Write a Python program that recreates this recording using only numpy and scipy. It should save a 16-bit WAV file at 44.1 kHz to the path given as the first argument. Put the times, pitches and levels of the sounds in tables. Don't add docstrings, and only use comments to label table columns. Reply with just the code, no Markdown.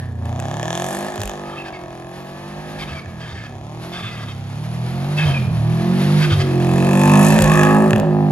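import sys
import numpy as np
from scipy import signal
from scipy.fft import rfft, irfft
from scipy.io import wavfile
from scipy.ndimage import uniform_filter1d

SR = 44100
rng = np.random.default_rng(int(sys.argv[2]) if len(sys.argv) > 2 else 0)


def bounce(signal):
    frames = np.transpose(np.atleast_2d(signal))
    limited = np.clip(frames, -1, 1)
    pcm = np.round(limited * 32767).astype(np.int16)
    wavfile.write(sys.argv[1], SR, pcm)


N = 366471
TIME = np.arange(N) / SR
FREQ = np.arange(N // 2 + 1) * SR / N
CYLINDERS = 4
SPIN_HZ = 37.2
BLAST_DELAY_S = .0015


def undb(db):
    return 10 ** (np.asarray(db) / 20)


def unit(x):
    return x / np.sqrt(np.mean(x ** 2))


def even(x):
    return x / np.sqrt(uniform_filter1d(x ** 2, size=6000) + 1e-12)


def at(table, hz):
    f, v = np.transpose(table)
    return np.interp(np.log(hz + 1), np.log(f + 1), v)


def curves(table):
    s, *columns = np.transpose(table)
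    return [np.interp(TIME, s, column) for column in columns]


def walk(rate_hz):
    hold = int(SR / rate_hz)
    steps = np.repeat(rng.standard_normal(N // hold + 1), hold)
    return unit(uniform_filter1d(uniform_filter1d(steps, hold), hold)[:N])


def ring(x, modes):
    out = 0
    for k, (hz, width_hz, db) in enumerate(modes):
        out = out + (-1) ** k * undb(db) * signal.lfilter(*signal.iirpeak(hz, hz / width_hz, SR), x)
    return out


def noise(table):
    return unit(irfft(rfft(rng.standard_normal(N)) * undb(at(table, FREQ)), N))


def dull(x):
    return signal.sosfilt(signal.ellip(8, .5, 50, 12400, fs=SR, output="sos"), x)


# time in seconds, engine cycles per second in Hz.
ENGINE_SPEED = [(0.0, 32.34), (0.23, 28.22), (0.32, 29.33), (0.76, 43.04), (1.1, 52.3), (1.28, 50.13),
                (1.64, 48.03), (1.9, 42.89), (1.98, 42.26), (2.61, 51.28), (2.82, 50.94), (3.1, 42.98),
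                (3.56, 33.46), (3.89, 42.7), (3.98, 44.46), (4.35, 32.65), (4.47, 33.41), (4.67, 39.04),
                (4.84, 40.6), (5.19, 51.1), (5.6, 37.01), (6.11, 50), (6.23, 51.23), (6.5, 45.12),
                (6.59, 44.11), (6.73, 44.13), (6.94, 47.9), (7.22, 50.69), (7.35, 53.24), (7.62, 50.77),
                (7.84, 53.54), (7.98, 52.14), (8.31, 50.15)]


def engine_speed():
    inertia_s = .05
    return uniform_filter1d(curves(ENGINE_SPEED)[0], size=int(inertia_s * SR))


ORDER_WEIGHTS = [-35.5, -20, 3.5, 6.5, 2, -14.5, 1.5, 5, 9, 9.5, 10, -6, -40, -3, -1.5, 0, -4.5, 3.5, -7,
                 -32, 3.5, 6.5, -1, 8.5, 10.5, 8]
# frequency in Hz, gain in dB.
PIPE_COLOUR = [(70, 11), (130, -0.5), (210, -5.5), (285, -2.5), (355, 4.5), (450, -29), (565, -2.5),
               (650, 17), (750, 5.5), (1320, -9.5)]
# time in seconds, gain in dB.
FOURTH_FIFTH_SWELL = [(.4, 1), (1.2, 4.5), (1.6, -4), (3.1, -1.5), (4.6, 0.5), (5.3, -15), (5.9, 5),
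                      (6.3, -12), (6.8, -0.5)]
# time in seconds, centre in Hz, gain in dB.
SWINGING_BAND = [(0, 765, 7), (6.6, 815, 2.5), (7.15, 990, 15), (7.38, 850, 7), (7.52, 1150, 19),
                 (7.9, 1250, 1), (8.02, 1110, -30)]


def orders(cycle, hz, stumble, low_hz, high_hz):
    swell_db, = curves(FOURTH_FIFTH_SWELL)
    band_hz, band_db = curves(SWINGING_BAND)
    band_width_hz = 164
    out = 0
    for k in range(1, 41):
        order_hz = k * hz
        share = np.clip(np.minimum(order_hz - low_hz, high_hz - order_hz) / 30 + .5, 0, 1)
        if not share.any():
            continue
        db = ORDER_WEIGHTS[min(k, len(ORDER_WEIGHTS)) - 1] + at(PIPE_COLOUR, order_hz)
        db = db + (1.5 + 4 * stumble) * walk(14)
        db = db + (k in (4, 5)) * swell_db
        db = db + band_db * np.exp(-((order_hz - band_hz) / band_width_hz) ** 2)
        slip = (.1 + .009 * k + .9 * stumble) * walk(22)
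        out = out + share * undb(db) * np.cos(2 * np.pi * k * cycle - .8 * k * k + slip)
    return even(out)


BLAST_TIMES = [.484, .5691, .597, .63, .7053, .9078, 1.2162, 1.2955, 6.669, 6.803, 7.1366, 7.2845, 7.5175,
               7.689, 7.7275]


def in_step(cycle):
    count = np.interp(np.array(BLAST_TIMES) - BLAST_DELAY_S, TIME, cycle)
    behind = np.round(count) - count
    return cycle + 1 + np.interp(TIME, BLAST_TIMES, np.unwrap(behind, period=1))


# time in seconds, pipe ring, tip ring
# and silencer bark in dB over the rasp's orders, the other firings in dB relative to the main one.
FACING = [(0, 8, -20, 5.5, -2), (.3, -15, -25, 1, -9), (.6, -2, -21, 3.5, -12.5),
          (2.0, -10.5, -17, -2.5, -16), (2.6, -8.5, -17, -7.5, 5), (3.45, 0, -10, 1, -7),
          (3.65, -24, -19, 4.5, -8), (6.2, -6, -12, -4, -6), (6.7, -8.5, -9, 1, -17),
          (7.2, -8.5, -9.5, -5, -8), (7.6, 1, -6, 1, -9.5), (7.95, -14, -26, 1, -11)]


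def cracks(turn, stumble):
    others_db = curves(FACING)[3]
    firing = CYLINDERS * turn
    number = firing.astype(int)
    level_chance, time_chance = rng.standard_normal((N // 40, 2))[number].T
    other = number % CYLINDERS > 0
    late_s = (.00006 + .0003 * stumble) * time_chance
    since_firing_s = (firing % 1) / np.gradient(firing) / SR
    front = np.exp(-((since_firing_s - BLAST_DELAY_S - late_s) / .00004) ** 2)
    shock_db = (1.1 + 1.5 * other + 2.5 * stumble) * level_chance + other * others_db
    since_cycle_s = (turn % 1) / np.gradient(turn) / SR
    hiss_db = -25 + .6 * (np.gradient(turn) * SR - SPIN_HZ)
    decay = np.exp(-(since_cycle_s % .0055) / 0.004 - since_cycle_s / 0.02)
    return undb(shock_db) * front, undb(hiss_db) * decay * rng.standard_normal(N)


# frequency in Hz, width in Hz, gain in dB.
TAILPIPE = [(1735, 240, 7.5), (3500, 480, 0), (5600, 400, -6), (7100, 1000, 0)]
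# frequency in Hz, width in Hz, gain in dB.
PIPE_TIP = [(2570, 250, -2)]
# frequency in Hz, width in Hz, gain in dB.
SILENCER = [(648, 186, 18.5), (1074, 774, 9), (1482, 306, 5.5)]


def rasp(cycle, hz, stumble, shocks, hiss):
    ring_db, tip_db, bark_db, _ = curves(FACING)
    hidden = .8 * np.clip(5 * np.minimum(TIME - 2.9, 6.45 - TIME), 0, 1)
    tone = orders(cycle, hz, np.maximum(stumble, hidden), 430, 1318)
    pulses = shocks + hiss
    pipe = even(ring(ring(pulses, TAILPIPE[:1]), TAILPIPE[:1]))
    tip = even(ring(ring(pulses, PIPE_TIP), PIPE_TIP))
    bark = even(signal.lfilter(*signal.butter(2, 1790, fs=SR), ring(shocks, SILENCER)))
    return tone + undb(ring_db) * pipe + undb(tip_db) * tip + undb(bark_db) * bark


# time in seconds, level in dB.
BRIGHT_EDGE = [(.2, -66), (.3, -51), (.55, -41), (.75, -31.5), (1.05, -47.5), (1.27, -36), (1.45, -57),
               (6.4, -54.5), (7.1, -36), (7.65, -32), (7.75, -72)]


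def bright_edge(shocks, hiss):
    high_ring = even(ring(shocks + hiss / 2, TAILPIPE[1:]))
    bare_shock = even(np.gradient(shocks))
    return undb(curves(BRIGHT_EDGE)[0]) * (high_ring + undb(-4) * bare_shock)


FLICKER_DB = 1.8
# time in seconds, level in dB.
TREBLE_LEVEL = [(.4, -67), (.95, -33), (1.45, -84), (5.9, -79), (6.6, -47.5), (7.25, -26.5), (7.9, -43),
                (8.05, -70)]
# frequency in Hz, width in Hz, gain in dB.
TREBLE_RINGS = [(7040, 1900, 11), (11000, 1900, 10)]


def treble_hiss(turn):
    gas = np.exp(-(turn % 1) / .5) * rng.standard_normal(N)
    level_db = curves(TREBLE_LEVEL)[0] + FLICKER_DB * walk(10)
    return undb(level_db) * unit(ring(gas, TREBLE_RINGS))


# frequency in Hz, density in dB per Hz.
SNOW_SPECTRUM = [(900, 9), (2200, 6), (4500, 1.5), (8600, -14), (10000, -1.5), (12500, -12)]


def spray_level(snow_db, hz):
    full_load_hz_per_s, load_lag_s = 11, .031
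    gain = np.clip(np.gradient(hz) * SR / full_load_hz_per_s, -1, 1)
    load = uniform_filter1d(gain, size=int(load_lag_s * SR) + 1) / 2
    return snow_db + 11 + 1 * load + 0.19 * (hz - SPIN_HZ)


def snow_spray(turn, spray_db):
    pulse = 1 + 0.21 * np.exp(-(turn % 1) / 0.95)
    return undb(spray_db + FLICKER_DB * walk(30)) * noise(SNOW_SPECTRUM) * pulse


def snow_side(spray_db):
    side = dull(undb(spray_db - 6) * noise(SNOW_SPECTRUM))
    return np.array([side, -side])


# frequency in Hz, density in dB per Hz.
RUMBLE_SPECTRUM = [(18, -70), (30, 0), (136, -6), (426, -11), (697, -19), (1680, -32), (2400, -65)]


def rumble(level_db):
    return undb(level_db) * noise(RUMBLE_SPECTRUM)


def forest(x):
    t60_s, low_hz, high_hz = 0.58, 250, 4770
    t = TIME[:SR]
    tail = rng.standard_normal((2, SR)) * np.exp(-np.log(1000) * t / t60_s) * (t > .02)
    tail += 1.5 * tail.mean(axis=0)
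    tail = signal.lfilter(*signal.butter(1, [low_hz, high_hz], "band", fs=SR), tail)
    tail /= np.sqrt(np.sum(tail ** 2, axis=1, keepdims=True))
    return undb(-15) * signal.fftconvolve(x[None], tail, axes=1)[:, :N]


# time in seconds, crack level in dB, pipe ring in dB over the crack.
SHARP_CRACKS = [(0.255, -52.5, 4), (0.4, -41.5, 2.5), (1.158, -42, -1), (1.204, -40.5, -2),
                (1.217, -34, -7), (1.2341, -35, -3), (1.256, -39, -9), (1.276, -40, -3),
                (1.2961, -43.5, -7), (7.3891, -33.5, 7), (7.408, -33, -2), (7.422, -25, -1),
                (7.442, -27.5, -3), (7.6343, -30.5, 6), (7.9076, -37, 7.5), (7.9321, -41, 18),
                (7.9604, -37.5, 8), (7.981, -44, -9), (7.9991, -40, 3.5)]


def sharp_cracks():
    crack, blow, t = np.zeros(N), np.zeros(N), TIME[:1500]
    shock = np.exp(-((t - .0001) / .00005) ** 2)
    for s, db, ring_db in SHARP_CRACKS:
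        i = int(s * SR)
        burst = (np.exp(-t / .0012) + .07 * np.exp(-t / .008)) * rng.standard_normal(len(t))
        crack[i:i + len(t)] += undb(db) * burst
        blow[i:i + len(t)] += undb(db + ring_db) * shock
    body = undb(30) * ring(blow, TAILPIPE[:1])
    body += undb(37) * ring(blow, PIPE_TIP)
    body += undb(17) * ring(blow, SILENCER)
    bright = signal.lfilter(*signal.butter(2, [3000, 12000], "band", fs=SR), crack)
    return body + undb(20) * ring(crack, TAILPIPE[1:]) + undb(17.5) * bright


# time in seconds, relative level in dB, pitch in Hz.
THUDS = [(1.182, -36.5, 102), (1.239, -37.5, 50.3), (2.909, -42.5, 82.6), (3.057, -41.5, 90),
         (3.319, -42, 84), (4.024, -39.5, 109), (5.249, -30.5, 93.6), (5.461, -31.5, 103),
         (6.312, -25, 101), (6.372, -28, 99), (7.392, -30.5, 103), (7.418, -29, 52), (7.922, -28, 118),
         (7.967, -34, 103)]


def thuds():
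    out, t = np.zeros(N), TIME[:6000]
    swell = 7.7 * t / 0.0067 * np.exp(-t / 0.017)
    for s, db, hz in THUDS:
        i = int(s * SR)
        out[i:i + len(t)] += undb(db) * swell * np.sin(2 * np.pi * hz * t)
    return out


def stumbling():
    return np.clip(sum(np.exp(-((TIME - s - .03) / 0.085) ** 2) for s, *_ in THUDS), 0, 1)


# frequency in Hz, width in Hz, gain in dB.
CHARGE_PIPE = [(1220, 140, 5.5), (1663, 100, 6.5), (2147, 140, 2.5), (2578, 70, 7), (3170, 160, 4.5),
               (3645, 72, 2.5), (4680, 570, -4.5)]
# start in seconds, length in seconds, level in dB, chirp in Hz, chirp in dB over its puff.
SURGE_PUFFS = [(1.441, 0.13, -41.5, 1270, 5.5), (1.562, 0.06, -41.5, 2700, 10),
               (1.64, 0.049, -35, 1730, -1), (1.722, 0.044, -40, 2260, 4), (2.781, 0.057, -31.5, 2330, -3),
               (2.868, 0.069, -34.5, 2740, -10), (2.938, 0.06, -36.5, 2355, 2),
               (3.192, 0.14, -35.5, 1763, -10), (3.336, 0.13, -37.5, 1790, 1.5),
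               (3.916, 0.093, -31, 3560, -3), (4.018, 0.08, -32, 3600, -2), (4.1, 0.14, -35, 2030, -5.5),
               (4.267, 0.055, -36, 3330, -3), (5.169, 0.074, -25, 2654, 2), (5.248, 0.075, -31.5, 3260, 4),
               (5.331, 0.047, -32, 2520, 8.5), (6.204, 0.05, -20.5, 1580, -5.5),
               (6.293, 0.047, -22.5, 1558, -3), (6.386, 0.035, -24, 2170, -3.5)]


def surge():
    air = unit(sum(undb(3 * walk(25)) * ring(rng.standard_normal(N), [mode]) for mode in CHARGE_PIPE))
    grain_db, tremble = 2.5 * walk(130), walk(300)
    out = np.zeros(N)
    for s, length, db, hz, chirp_db in SURGE_PUFFS:
        part = slice(int(s * SR), int((s + length + .1) * SR))
        t = TIME[part] - s
        shape = np.clip(t / 0.018, 0, 1) * np.exp(-np.maximum(t - length, 0) / 0.0075)
        chirp_hz = hz * (1 - 0.047 * t / length) + 65 * tremble[part]
        chirp = np.sin(2 * np.pi * np.cumsum(chirp_hz) / SR)
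        out[part] += undb(db) * shape * (air[part] + undb(chirp_db + grain_db[part]) * chirp)
    return out


# start in seconds, length in seconds, level in dB,
# whistle as a multiple of the engine cycle rate at the start, and at the end.
SPOOL_UPS = [(1.93, .52, -60, 246, 268), (3.62, .33, -58, 245, 277), (4.56, .74, -55, 260, 280),
             (5.5, .78, -52, 276, 284)]


def whistle(hz):
    top_hz = 12600
    out = np.zeros(N)
    for s, length, db, first, last in SPOOL_UPS:
        fade = np.clip(np.minimum(TIME - s, s + length - TIME) / 0.026, 0, 1)
        tone_hz = hz * np.interp(TIME, [s, s + length], [first, last])
        tone = np.sin(2 * np.pi * np.cumsum(tone_hz + 110 * walk(150)) / SR)
        flicker_db = 3.5 * walk(20) - np.clip(tone_hz - top_hz, 0, 500) / 70
        out += fade * undb(db + flicker_db) * tone
    return out


# frequency in Hz, lead of the left port in radians.
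PORT_PHASE = [(20, -0.44), (300, 0.3), (800, 0.86), (2150, 1.22), (4200, 1.58), (7000, 1.3), (10400, 2),
              (12500, -2)]
# frequency in Hz, left minus right in dB.
PORT_BALANCE = [(60, -1), (200, -2), (800, 0.5), (2400, -0.5)]


def two_ports(car):
    half = undb(at(PORT_BALANCE, FREQ) / 2) * np.exp(.5j * at(PORT_PHASE, FREQ))
    spectrum = rfft(car)
    return np.array([irfft(spectrum * half, N), irfft(spectrum / half, N)])


# time in seconds, drone in dB,
# upper drone in dB, rasp in dB, snow hiss in dB before its wheel-spin gain.
DRIVE = [(0.0, -22.5, -66, -45.5, -57), (0.14, -25.5, -73, -51, -64.5), (0.28, -21, -43, -34.5, -56),
         (0.92, -29, -30, -30, -50), (1.8, -39, -37.5, -37.5, -60), (2.8, -30.5, -39, -36.5, -53),
         (3.42, -30.5, -52.5, -46, -61.5), (3.89, -31, -35.5, -42.5, -52), (4.44, -25.5, -60, -48, -53.5),
         (5.07, -19, -32.5, -36, -50.5), (5.3, -10.5, -36, -28.5, -40), (5.44, -14, -46, -38.5, -49),
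         (5.85, -15.5, -24.5, -32, -48.5), (6.178, -10.5, -26, -35.5, -41),
         (6.62, -15.5, -19, -30.5, -46.5), (7.15, -7.5, -20.5, -16, -43.5), (7.41, -6.5, -19.5, -20, -41),
         (7.75, -11, -15, -19, -50), (8.12, -12.5, -21, -26, -58.5), (8.31, -12.5, -23, -29, -54)]


def scene():
    drone_db, upper_db, rasp_db, snow_db = curves(DRIVE)
    hz = engine_speed()
    stumble = stumbling()
    cycle = np.cumsum(hz) / SR
    turn = in_step(cycle)
    shocks, hiss = cracks(turn, stumble)
    spray_db = spray_level(snow_db, hz)

    car = undb(drone_db - 1.6 * stumble ** 2) * orders(cycle, hz, stumble, 27, 254.6)
    car += undb(upper_db) * orders(cycle, hz, stumble, 253.6, 527.0)
    car += undb(rasp_db) * rasp(cycle, hz, stumble, shocks, hiss)
    car += bright_edge(shocks, hiss)
    car += treble_hiss(turn)
    car += snow_spray(turn, spray_db)
    car += rumble(drone_db - 28 + 13 * stumble)
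    car = undb(-1.9 * stumble) * car + surge() + thuds()
    car = dull(car) + sharp_cracks() + whistle(hz)
    car += rumble(-40 + 2.5 * walk(3))
    return two_ports(car) + forest(car) + snow_side(spray_db)


def record(dry):
    dry = signal.sosfilt(signal.butter(3, 45, "high", fs=SR, output="sos"), dry)
    rounded = np.tanh(0.76 * dry) / 0.89
    return signal.sosfilt(signal.ellip(8, .2, 70, 16000, fs=SR, output="sos"), rounded)


dry = scene()
out = record(dry)
bounce(out)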